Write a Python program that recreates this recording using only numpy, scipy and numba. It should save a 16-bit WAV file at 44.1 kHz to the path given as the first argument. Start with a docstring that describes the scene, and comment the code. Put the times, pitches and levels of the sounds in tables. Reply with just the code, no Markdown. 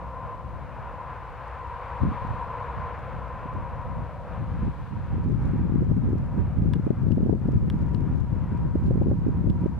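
"""An open field on a breezy day. From the start, far traffic rumbles. A vehicle approaches on a distant
road, its tyres rushing, hissing faintly and singing near 1 kHz; it is nearest at 2.5 s, then fades
by spherical spreading. From 2 s, turbulent gusts buffet the two microphone ports of a hand-held camera,
lightly at first and hard after 5 s, when the camera turns its gain down in the strongest. From 6.7 s its
case, excited by small impacts, ticks a few times in the hand."""
import sys
import numpy as np
from scipy import signal
from scipy.fft import rfft, irfft, next_fast_len
from scipy.io import wavfile
from scipy.ndimage import uniform_filter1d
from numba import njit

SR = 44100
rng = np.random.default_rng(int(sys.argv[2]) if len(sys.argv) > 2 else 0)


def bounce(signal):
    """Save signal as a 16-bit WAV file at the path given by the first command-line argument."""
    frames = np.transpose(np.atleast_2d(signal))
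    limited = np.clip(frames, -1, 1)
    pcm = np.round(limited * 32767).astype(np.int16)
    wavfile.write(sys.argv[1], SR, pcm)


N = 431738
TIME = np.arange(N) / SR
FFT_SIZE = next_fast_len(N)
FREQ = np.maximum(np.arange(FFT_SIZE // 2 + 1) * SR / FFT_SIZE, 1)

# Levels in the tables are relative: each source applies its own gain.
# spectrum of the microphone hiss: f/Hz, level/dB
HISS_SPECTRUM = [(400, 3), (3000, 6), (5000, 0), (7000, -4), (8400, -5.5), (10000, -7), (11300, -8.5),
                 (12500, -10), (15600, -12)]
# spectrum of the far traffic: f/Hz, level/dB
RUMBLE_SPECTRUM = [(15, -22), (30, -6), (50, -3), (64, 3.5), (85, 1.5), (115, 2), (150, -3.5), (200, -12.5),
                   (280, -13.5), (400, -19.5), (700, -24.5)]
# spectrum of the passing vehicle's faint high hiss: f/Hz, level/dB
TYRE_HISS_SPECTRUM = [(1600, -2.5), (3000, 3), (4300, -2.5), (5500, -14), (8000, -16.5)]
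# spectrum of tyre rush heard through air and over grass: f/Hz, level/dB
RUSH_SPECTRUM = [(300, -18.5), (420, -9.5), (490, 4), (630, -5.5), (850, 1.5), (1100, -2), (1300, -3),
                 (1600, -7), (2000, -13.5), (2450, -16), (3200, -28), (4500, -38.5), (6000, -50)]
# spectrum of the vehicle body's hollow drone: f/Hz, level/dB
DRONE_SPECTRUM = [(390, -26.5), (450, -9), (485, 3.5), (540, 5), (620, 0.5), (760, 0), (900, -14.5),
                  (1200, -27)]
# slow changes of the distant sound: t/s, drone level/dB, tyre hiss level/dB
DISTANT_LEVELS = [(0, 5.5, -72), (.8, 0, -75), (1.5, -10, -69), (2.2, -3.5, -63.5), (3.6, 0.5, -75.5),
                  (4.3, 8.5, -70), (4.8, -16, -65.5), (5.6, -13, -78), (6.3, 4.5, -93), (7.3, -1.5, -88),
                  (9.79, -2, -84)]
# tones of the tyre tread: f/Hz, half-width/Hz, level approaching/dB, level once past/dB
TREAD_TONES = [(955, 15, 0.5, 1.5), (1024.2, 17, 4, -5.5), (1047, 116, 0, -6.5)]
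# tread whine swelling and fading on the breeze: t/s, level/dB
WHINE_LEVELS = [(0, 10.5), (.25, 9.5), (.6, 1), (.98, 6.5), (1.25, 1), (2.0, 5.5), (2.58, 8), (3.08, 2.5),
                (3.5, 9), (4.15, 3.5), (5.8, 2), (6.4, 5.5), (6.8, -5.5), (8.05, 5.5), (8.3, 4), (8.6, 8.5),
                (9.79, 6)]
# normal modes of the camera's case: f/Hz, T60/s, level/dB
CASE_MODES = [(980, 0.02, -1.5), (1640, 0.01, -4.5), (2220, 0.006, -8.5), (2830, 0.016, -10.5),
              (3360, 0.0072, -7.5), (4520, 0.0018, -6.5), (5360, 0.0036, -11), (8550, 0.0019, -12),
              (11400, .006, -18), (13930, 0.0022, -21.5)]
# ticks of the case: t/s, level/dB, left minus right/dB, scrape decay/s, favoured f/Hz,
# fall on either side/(dB per octave)
CASE_TICKS = [(6.735, -27.5, -3.5, 0.003, 3600, 2.5), (6.755, -51, 2, 0.0024, 3500, 10),
              (7.119, -34.5, 15, 0.0011, 4800, 5), (7.7002, -24.5, -3, 0.00043, 2900, 4.5),
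              (7.947, -38, 22, 0.00069, 4600, 11), (9.032, -47, -2, 0.0026, 4000, 2),
              (9.5, -33.5, -21, 0.0008, 5000, 4)]
# breeze between gusts, freshening halfway: t/s, level/dB
BREEZE_LEVELS = [(0, -48), (.8, -48), (1.0, -55.5), (2.6, -50), (3.0, -46), (4.9, -45), (5.3, -33.5),
                 (9.79, -30)]
# gusts at the microphone: start t/s, duration/s, level/dB, left minus right/dB
GUST_EVENTS = [(2.015, 0.07, -24, 3.5), (2.219, 0.027, -33.5, 9), (2.29, 0.025, -36.5, -13),
               (2.773, 0.025, -36.5, -12), (3.528, 0.044, -35.5, -3.5), (3.85, 0.18, -40, 2.5),
               (4.308, .12, -39.5, 7), (4.47, .21, -33.5, -0.5), (4.92, 0.096, -34, -3.5),
               (5.115, 0.56, -26.5, 2), (5.699, 0.48, -23.5, 2.5), (6.349, 0.054, -22.5, -8),
               (6.57, .22, -23, 1.5), (7.023, 0.343, -21.5, 4), (7.422, 0.32, -24, 2.5),
               (7.781, 0.47, -27.5, 13), (8.488, 0.19, -30.5, 7.5), (8.725, 0.017, -19.5, -1),
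               (8.852, 0.28, -21, 0.5), (9.395, 0.26, -26, -1)]
# spectrum of the buffeting in a stiff gust: f/Hz, level/dB
WIND_SPECTRUM = [(15, -19.5), (30, -8), (55, 1.5), (85, 3.5), (150, 1.5), (250, -10.5), (400, -22.5),
                 (600, -33), (1000, -47), (2000, -58.5)]
# hardest eddies to slap a port: t/s, level/dB, f/Hz, left minus right/dB
HARD_EDDIES = [(2.034, -11, 211, -19), (2.076, -14.5, 192, -1), (3.46, -24, 200, 7), (3.552, -25, 310, -13),
               (5.742, -10.5, 181, -13), (5.822, -8.5, 197, -14), (5.915, -8, 176, 10.5),
               (5.968, -8, 188, -2), (6.132, -9, 215, 6), (6.379, -10.5, 195, 2), (6.799, -9, 181, 18),
               (6.869, -7.5, 240, -22), (6.907, -3.5, 230, 24), (7.124, -5, 170, 17), (7.175, -5, 213, -9),
               (7.232, -5, 205, -14), (7.263, -6, 310, -16), (7.296, -4, 275, -20), (7.329, -3.5, 267, 23),
               (7.487, -7.5, 232, 18), (8.756, -7, 221, 7), (8.91, -7, 297, -30), (8.977, -7, 201, -27),
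               (9.016, -5, 260, 17), (9.062, -9, 200, 16), (9.115, -8, 280, -27), (9.268, -7.5, 239, -26),
               (9.284, -8, 209, -26), (9.472, -7, 187, 15), (9.5, -5, 203, -17), (9.66, -6.5, 239, -28)]

NEAREST_S, ROAD_M, SPEED_M_S = 2.52, 23.3, 25.4  # the vehicle at its closest approach
PASS_DB, TRAFFIC_DB = -45.5, -57.5  # tyre levels: the vehicle when nearest, the rest of the road
AHEAD_DB = 1.05  # directivity: tyres radiate more forwards than backwards
PAST_S, PAST_SPAN_S = 3.7, 1.7  # start and duration of the shift in balance of the tread tones
GUST_ATTACK_S, GUST_RELEASE_S = 0.035, 0.033
EDDY_LEAD_S = 0.012  # from the start of an eddy's pulse to its centre
DUCK_ABOVE_DB, DUCK_SLOPE, DUCK_ATTACK_S, DUCK_RELEASE_S = -18.5, 0.53, 0.0095, 0.083
CUTOFF_HZ = 15700


def undb(db):
    """Amplitude ratio of a level in decibels."""
    return 10 ** (np.asarray(db) / 20)


def curves(table):
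    """Linear interpolation of each column of a timed table, sample by sample."""
    times, *columns = np.transpose(table)
    return [np.interp(TIME, times, column) for column in columns]


def pan(db):
    """Constant-power law: left and right gains for a level difference."""
    gains = undb(np.array([[1], [-1]]) * db / 2)
    return gains / np.sqrt(np.mean(gains ** 2, axis=0))


def add(out, start_s, sound):
    """Superposition of a short stereo sound on the mix."""
    start = int(np.clip(start_s * SR, 0, N - sound.shape[1]))
    out[:, start:start + sound.shape[1]] += sound


def colour(points):
    """Spectral envelope through (f/Hz, level/dB) points, falling 18 dB per octave beyond both ends."""
    hz, db = np.transpose(points)
    skirts = np.minimum(FREQ / hz[0], 1) ** 3 * np.minimum(hz[-1] / FREQ, 1) ** 3
    return undb(np.interp(np.log(FREQ), np.log(hz), db)) * skirts


def resonance(hz, half_width_hz):
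    """Lorentzian peak: its gain at every frequency."""
    return 1 / (1 + ((FREQ - hz) / half_width_hz) ** 2)


def noise(gain, side_db):
    """Filtered Gaussian noise of rms 1; the side signal decorrelates the two channels."""
    mid, side = irfft(rfft(rng.standard_normal((2, FFT_SIZE))) * gain, FFT_SIZE)[:, :N]
    stereo = mid + np.array([[1], [-1]]) * undb(side_db) * side
    return stereo / np.sqrt(np.mean(stereo ** 2))


def flutter(rate_hz):
    """Random modulation: sample-and-hold noise smoothed twice, with a spread near 1."""
    hold = max(int(SR / rate_hz), 2)
    held = np.repeat(rng.standard_normal(N // hold + 1), hold)
    return 1.58 * uniform_filter1d(uniform_filter1d(held, hold), hold)[:N]


def electronics():
    """Self-noise of the camera: broadband hiss and a faint, very high pure tone."""
    whistle = np.sin(2 * np.pi * 15584 * TIME) * undb(-92)
    hiss = noise(colour(HISS_SPECTRUM), side_db=0)
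    return hiss * undb(-68.5) + whistle


def rumble():
    """Far engines add incoherently to low noise; one stands out as a narrow-band hum."""
    engines = noise(colour(RUMBLE_SPECTRUM), side_db=-5)
    hum = noise(resonance(hz=64, half_width_hz=5), side_db=-7)
    return (engines * undb(-41.5 + 1.4 * flutter(2.5)) + hum * undb(-44.0)) * pan(db=2.0)


def tyre_hiss():
    """Treble of the rolling noise: a faint high hiss, loudest about when the vehicle is nearest."""
    _, hiss_db = curves(DISTANT_LEVELS)
    hiss = noise(colour(TYRE_HISS_SPECTRUM), side_db=-2)
    return hiss * undb(hiss_db - 1.0 + 0.35 * flutter(8))


def tyre_level():
    """Spherical spreading: the vehicle's pressure falls as 1/r over steady traffic; the sum in dB."""
    along_m = SPEED_M_S * (TIME - NEAREST_S)
    distance_m = np.hypot(along_m, ROAD_M)
    vehicle = undb(PASS_DB - AHEAD_DB * along_m / distance_m) * ROAD_M / distance_m
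    return 20 * np.log10(np.hypot(vehicle, undb(TRAFFIC_DB)))


def road():
    """Rolling noise: tyre rush, body drone and tread tones, amplitude-modulated by the moving air."""
    tyre_db = tyre_level()
    whine_db, = curves(WHINE_LEVELS)
    drone_db, _ = curves(DISTANT_LEVELS)
    rush = noise(colour(RUSH_SPECTRUM), side_db=-16.5) * undb(tyre_db + 6.0 + 0.95 * flutter(12))
    drone = noise(colour(DRONE_SPECTRUM), side_db=-21.5) * undb(tyre_db + drone_db)
    past = np.clip((TIME - PAST_S) / PAST_SPAN_S, 0, 1)
    whine = 0
    for hz, half_width_hz, approach_db, past_db in TREAD_TONES:
        tone = noise(resonance(hz, half_width_hz), side_db=-21)
        tone_db = approach_db + past * (past_db - approach_db)
        whine = whine + tone * undb(tone_db + 1.3 * flutter(7.5))
    return (rush + drone + whine * undb(tyre_db + whine_db - 4.5)) * pan(db=2.5)


def ticks():
    """Modal ringing: a snap and a tiny scrape excite the plastic case; each spot favours its own modes."""
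    out = np.zeros((2, N))
    t = TIME[:2048]
    for start_s, db, pan_db, scrape_s, favoured_hz, fall_db in CASE_TICKS:
        snap = t == 0
        scrape = 0.16 * rng.standard_normal(len(t)) * np.exp(-t / scrape_s)
        ring = 0
        for k, (hz, t60, mode_db) in enumerate(CASE_MODES):
            gain = (-1) ** k * undb(mode_db - fall_db * abs(np.log2(hz / favoured_hz)))
            ring = ring + gain * np.sin(2 * np.pi * hz * t) * np.exp(-np.log(1000) * t / t60)
        tick = signal.fftconvolve(snap + scrape, ring)[:len(t)]
        add(out, start_s, tick / abs(tick).max() * undb(db) * pan(pan_db))
    return out


def airflow():
    """Gusts and breeze add in power: wind level at the ports and left minus right balance, in dB."""
    breeze_db, = curves(BREEZE_LEVELS)
    power = (undb(breeze_db) * pan(db=2.0)) ** 2
    for start_s, length_s, db, pan_db in GUST_EVENTS:
        rise = np.clip((TIME - start_s) / GUST_ATTACK_S + .5, 0, 1)
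        fall = np.exp(-np.maximum(TIME - start_s - length_s, 0) / GUST_RELEASE_S)
        power = power + (undb(db) * rise * fall * pan(pan_db)) ** 2
    return 10 * np.log10(power.mean(axis=0)), 10 * np.log10(power[0] / power[1])


def crackle():
    """A Poisson process of faint, dry clicks, coming in little runs while the wind blows hard."""
    wind_db, _ = airflow()
    clicks_per_s = 26 * undb(np.minimum(wind_db + 26, 0) * 1.5 + 6.9 * flutter(12))
    clicks = rng.random((2, N)) < clicks_per_s / SR / 2
    click_db = np.minimum(3 * rng.exponential(size=(2, N)), 7)
    bandpass = signal.butter(1, [2500, 6000], "band", fs=SR, output="sos")
    return signal.sosfilt(bandpass, clicks * undb(click_db)) * undb(-39)


def eddy(db, hz, pan_db):
    """Pressure pulse of a vortex crossing a port: the smaller the vortex, the higher its frequency."""
    t = np.linspace(-EDDY_LEAD_S, EDDY_LEAD_S, 1024)
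    phase = 2 * np.pi * rng.random()
    swing = np.exp(1j * phase) / (1 - 2j * np.pi * hz * t / 4.5) ** 5  # wavelet centred near hz
    fizz = abs(swing) ** 2 * np.convolve(rng.standard_normal(len(t)), np.hanning(7), "same")
    return (swing.real + fizz * undb(-58.0)) * undb(db) * pan(pan_db)


def buffeting():
    """Turbulent pressure at each port: a rolling rumble and small eddies, brighter in stronger flow."""
    wind_db, pan_db = airflow()
    gust_db = wind_db + 28.0  # 0 dB is a stiff gust
    lull_db = .5 * np.minimum(gust_db + 13, 0)  # a light breeze slides past with little turbulence
    swirl_db = 3.2 * np.array([flutter(28), flutter(28)])
    spectrum = rfft(noise(colour(WIND_SPECTRUM), side_db=0.2), FFT_SIZE)
    octave = np.clip(np.log2(FREQ / 32), 0, 6)  # octaves above 32 Hz
    out = 0
    for k in range(7):
        band = irfft(spectrum * np.maximum(1 - abs(octave - k), 0), FFT_SIZE)[:, :N]
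        growth = 0.57 + .09 * k  # higher octaves grow faster with the flow
        out = out + band * undb((gust_db + swirl_db) * growth)
    out = out * undb(lull_db - 25.0) * pan(pan_db)
    # small eddies arrive at random, each favouring one port
    for when, smallness, strength, port in rng.random((600, 4)):
        i = int(when * N)
        hz = 120 * 2 ** (0.9 * smallness + gust_db[i] / 30)
        db = wind_db[i] + lull_db[i] - 2.0 + 12 * strength
        add(out, TIME[i] - EDDY_LEAD_S, eddy(db, hz, pan_db[i] + 15 * np.sign(port - .5)))
    return out


def hard_eddies():
    """Turbulent cascade: each hard slap of air breaks up into two smaller, sharper swirls."""
    out = np.zeros((2, N))
    for centre_s, db, hz, pan_db in HARD_EDDIES:
        start_s = centre_s - EDDY_LEAD_S
        add(out, start_s, eddy(db - 3.5, 0.93 * hz, pan_db))
        for lag, smallness, port in rng.random((2, 3)):
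            swirl = eddy(db - 10.0, hz * 2 ** (0.8 * smallness), pan_db=43 * np.sign(port - .5))
            add(out, start_s + 0.0081 * lag, swirl)
    return out


def scene():
    """Superposition of the distant sources and of the wind and ticks at the camera."""
    return road() + rumble() + tyre_hiss() + buffeting() + hard_eddies() + crackle() + ticks()


@njit
def follow(x, attack_s, release_s):
    """Envelope detector: a first-order lag with separate time constants for rise and fall."""
    out, envelope = np.empty(len(x)), 0.
    for i in range(len(x)):
        lag_s = attack_s if x[i] > envelope else release_s
        envelope += (x[i] - envelope) / (lag_s * SR)
        out[i] = envelope
    return out


def record(dry):
    """Automatic gain control: the camera compresses hard gusts, adds self-noise and cuts the top."""
    envelope = follow(abs(dry).max(axis=0), DUCK_ATTACK_S, DUCK_RELEASE_S)
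    gain = np.maximum(envelope / undb(DUCK_ABOVE_DB), 1) ** -DUCK_SLOPE
    lowpass = signal.ellip(10, .1, 80, CUTOFF_HZ, fs=SR, output="sos")
    return signal.sosfilt(lowpass, dry * gain + electronics())


dry = scene()
out = record(dry)
bounce(out)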